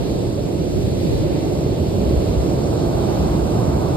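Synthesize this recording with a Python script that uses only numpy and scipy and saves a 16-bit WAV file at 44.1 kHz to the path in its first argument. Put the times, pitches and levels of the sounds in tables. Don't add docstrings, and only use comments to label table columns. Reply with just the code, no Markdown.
import sys
import numpy as np
from scipy import signal
from scipy.fft import rfft, irfft, next_fast_len
from scipy.io import wavfile
from scipy.ndimage import uniform_filter1d

SR = 44100
rng = np.random.default_rng(int(sys.argv[2]) if len(sys.argv) > 2 else 0)


def voltage_ratio(level):
    return 10 ** (np.asarray(level, float) / 20)


def transcribe(u):
    v = np.clip(np.atleast_2d(u).T, -1, 1)
    q = np.round(v * 32767).astype(np.int16)
    wavfile.write(sys.argv[1], SR, q)


N = 174636


def on_hz(table, hz):
    a = np.array(table, float)
    return np.interp(np.log(np.maximum(hz, 1)), np.log(a[:, 0]), a[:, 1])


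def on_time(table):
    a = np.array(table, float)
    return np.interp(np.arange(N) / SR, a[:, 0], a[:, 1])


def walk(rate_hz):
    hold = int(SR / rate_hz)
    draws = rng.standard_normal(400)
    steps = draws[np.arange(N) // hold % len(draws)]
    return uniform_filter1d(uniform_filter1d(steps, hold), hold)


# f/Hz, left minus right level/dB
PORT_SHADING = [(60, 1.5), (130, -2.5), (360, -3.5), (640, -7), (1200, -3.5), (2100, 6), (4000, -4.5),
                (5600, -0.5)]


def water(spectrum, swell, alike, lag_s, turn_rad, patchy_db, flicker_db, count):
    top_hz = 15750
    size = next_fast_len(N)
    hz = np.arange(size // 2 + 1) * SR / size
    shared, own_left, own_right = rfft(rng.standard_normal((3, size)))
    likeness = np.clip(on_hz(alike, hz), 0, 1)
    common, own = np.sqrt(likeness), np.sqrt(1 - likeness)
    late = np.exp(1j * (turn_rad - 2 * np.pi * hz * lag_s))
    left = common * shared + own * own_left
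    right = common * shared * late + own * own_right
    shade_db = on_hz(PORT_SHADING, hz) / 2
    level_db = on_hz(spectrum, hz) + np.array([shade_db, -shade_db])
    pair = np.array([left, right]) * voltage_ratio(level_db) * np.sqrt(SR / 2)
    lowest_hz = spectrum[0][0]
    pair = pair * (hz > lowest_hz / 2) * (hz < top_hz)
    half_octave = np.clip(2 * np.log2(np.maximum(hz, 1) / lowest_hz), 0, count - 1)
    out = 0
    for k in range(count):
        band = irfft(pair * np.clip(1 - abs(half_octave - k), 0, 1), size)[:, :N]
        out = out + band * voltage_ratio(patchy_db * walk(2.78) + flicker_db * walk(13.0))
    return out * voltage_ratio(on_time(swell))


# slow patches level/dB, quick flicker level/dB
UNEVEN = dict(rumble=(.4, .3), roar=(.3, .4), wave=(.5, .7), wash=(.5, 1.2), foam=(.4, 1.0))
# f/Hz, likeness/0-1
ROAR_ALIKE = [(40, 0.98), (130, 0.89), (230, 0.61), (350, 0.95), (500, 0.59), (800, 0.28)]
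# f/Hz, level/dB per Hz
RUMBLE = [(25, -74.5), (45, -47), (70, -44.5), (130, -41.5), (190, -45), (260, -54.5), (330, -90.5)]
# t/s, level/dB
RUMBLE_SWELL = [(0, -5), (.5, -2.5), (1.0, -1), (1.5, -3), (2.0, 2), (2.3, -1), (2.7, -0.5), (3.3, 1.5),
                (3.96, 0)]


def rumble():
    return water(RUMBLE, RUMBLE_SWELL, ROAR_ALIKE, 0, 0.16, *UNEVEN["rumble"], count=8)


# f/Hz, level/dB per Hz
ROAR = [(150, -74.5), (240, -50.5), (340, -44.5), (450, -51), (600, -54), (900, -71.5), (1600, -102.5)]
# t/s, level/dB
ROAR_SWELL = [(0, -1.5), (.5, -1.2), (1.0, -1), (1.35, 1), (1.8, 1), (2.4, .5), (2.9, 0), (3.4, -.6),
              (3.96, .3)]


def roar():
    return water(ROAR, ROAR_SWELL, ROAR_ALIKE, -0.00061, -1.0, *UNEVEN["roar"], count=7)


# f/Hz, level/dB per Hz
WAVE = [(400, -61), (650, -53.5), (900, -59), (1200, -66), (1600, -74), (2200, -114)]
# t/s, level/dB
WAVE_SWELL = [(0, -7.5), (.8, -11.5), (1.3, -8.5), (1.9, -8.5), (2.4, -5), (2.9, -1), (3.3, 0.5),
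              (3.96, -1)]


def near_wave():
    alike = [(600, 0.12), (900, 0.48), (1250, 0.68)]  # f/Hz, likeness/0-1
    return water(WAVE, WAVE_SWELL, alike, -0.00022, -3.1, *UNEVEN["wave"], count=6)


# f/Hz, level/dB per Hz
WASH = [(1000, -86), (1900, -80.5), (2600, -78.5), (3400, -78), (4400, -75.5), (5000, -82.5), (5600, -117),
        (6000, -115)]
# t/s, level/dB
WASH_SWELL = [(0, 0.98), (.25, -0.87), (.85, -0.6), (1.15, 1.9), (1.4, 1.3), (1.6, 0.069), (2.5, 0.22),
              (3.1, 0.36), (3.96, -0.91)]


def backwash():
    alike = [(2000, .25), (2500, 0.083), (3100, 0.33), (3700, 0.12), (4400, 0.33)]  # f/Hz, likeness/0-1
    return water(WASH, WASH_SWELL, alike, .0004, 4.9, *UNEVEN["wash"], count=6)


# f/Hz, level/dB per Hz
FOAM = [(4300, -97), (5100, -80), (6300, -81.5), (8000, -86.5), (9500, -87), (11500, -92), (13000, -97),
        (15700, -103)]
# t/s, level/dB
FOAM_SWELL = [(0, -1.7), (.6, -1.4), (1.2, -0.31), (2.0, -1.7), (2.4, 0.91), (3.2, 0.68), (3.96, 0.11)]


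def foam():
    alike = [(5000, 0.68), (8000, 1.0), (14000, 0.66)]  # f/Hz, likeness/0-1
    return water(FOAM, FOAM_SWELL, alike, .0002326, -.58, *UNEVEN["foam"], count=5)


# f/Hz, level/dB per Hz
WIND = [(30, -62), (70, -42), (110, -45), (200, -51), (350, -50.5), (550, -57), (900, -80)]
# t/s, level/dB
GUSTS = [(0, -6), (.2, -6), (.32, -13), (.75, -6), (.95, -4), (1.05, -3.5), (1.27, -5), (1.45, -6),
         (1.9, -17), (2.15, -13), (2.4, -5.5), (2.6, -14), (3.05, -10), (3.5, -13), (3.96, -9)]


def wind():
    return water(WIND, GUSTS, [(100, .8), (400, .8)], 0, np.pi, .8, 3., count=10)


# t/s, peak level/dB, f/Hz, length/s
THUDS = [(.12, -21, 60, .06), (.28, -22, 72, .07), (.72, -21, 70, .06), (1.15, -22, 55, .07),
         (1.82, -17, 90, .06), (2.072, -14, 66, .1), (2.136, -16, 66, .045), (2.1785, -9.5, 68, .05),
         (2.308, -15, 64, .055), (2.385, -14, 62, .1), (2.88, -19, 58, .08), (3.22, -14, 70, .08),
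         (3.31, -16, 55, .07), (3.43, -17, 60, .07), (3.74, -19, 75, .07)]


def thuds():
    lag_s = 0.0014
    t = np.arange(N) / SR + np.array([[-.5], [.5]]) * lag_s
    out = 0
    for at_s, peak_db, hz, length_s in THUDS:
        swell = np.exp(-((t - at_s) / (0.3 * length_s)) ** 2)
        out = out - voltage_ratio(peak_db) * swell * np.cos(2 * np.pi * hz * (t - at_s))
    return out * voltage_ratio(np.array([[.3], [-.3]]))


def scene():
    return rumble() + roar() + near_wave() + backwash() + foam() + wind() + thuds()


def starve(x, holes):
    hz, t, z = signal.stft(x, SR, nperseg=2048, noverlap=1536)
    blocks = len(t) // 4 + 1

    def held(v):
        return np.repeat(v, 4, axis=-1)[..., :len(t)]

    lines = held(np.repeat(rng.random((257, blocks)), 4, axis=0)[:len(hz)])
    for low_hz, high_hz, frame_share, line_share in holes:
        kept = (held(rng.random(blocks)) < frame_share) & (lines < line_share)
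        outside = (hz < low_hz) | (hz >= high_hz)
        z = z * (kept | outside[:, None])
    return signal.istft(z, SR, nperseg=2048, noverlap=1536)[1][:N]


def band_limit(x):
    return signal.sosfilt(signal.butter(12, 15780, fs=SR, output="sos"), x)


# low f/Hz, high f/Hz, frames kept/0-1, lines kept/0-1
SUM_HOLES = [(5510, 5690, .75, .8), (5690, 6290, .07, .5), (6290, 6550, .8, .7), (6550, 6890, .97, 1),
             (9480, 9650, .85, .8), (9650, 10500, 0, 0), (10500, 10760, .06, .3), (10760, 11030, .25, .5),
             (13090, 13780, .99, .75), (13780, 14100, .03, .5), (14100, 17000, 0, 0)]
DIFF_HOLES = [(7300, 7580, .85, .8), (7580, 8270, 0, 0), (8270, 8620, .4, .4), (8620, 8960, .65, .6),
              (11500, 11710, .9, .8), (11710, 13090, 0, 0), (13090, 13440, .5, .5), (13440, 13780, .75, .7),
              (13780, 15160, 1, .85), (15160, 15760, .85, .7)]


def record(dry):
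    mid = starve(dry[0] + dry[1], SUM_HOLES) / 2
    side = starve(dry[0] - dry[1], DIFF_HOLES) / 2
    return band_limit(np.array([mid + side, mid - side]))


dry = scene()
out = record(dry)
transcribe(out)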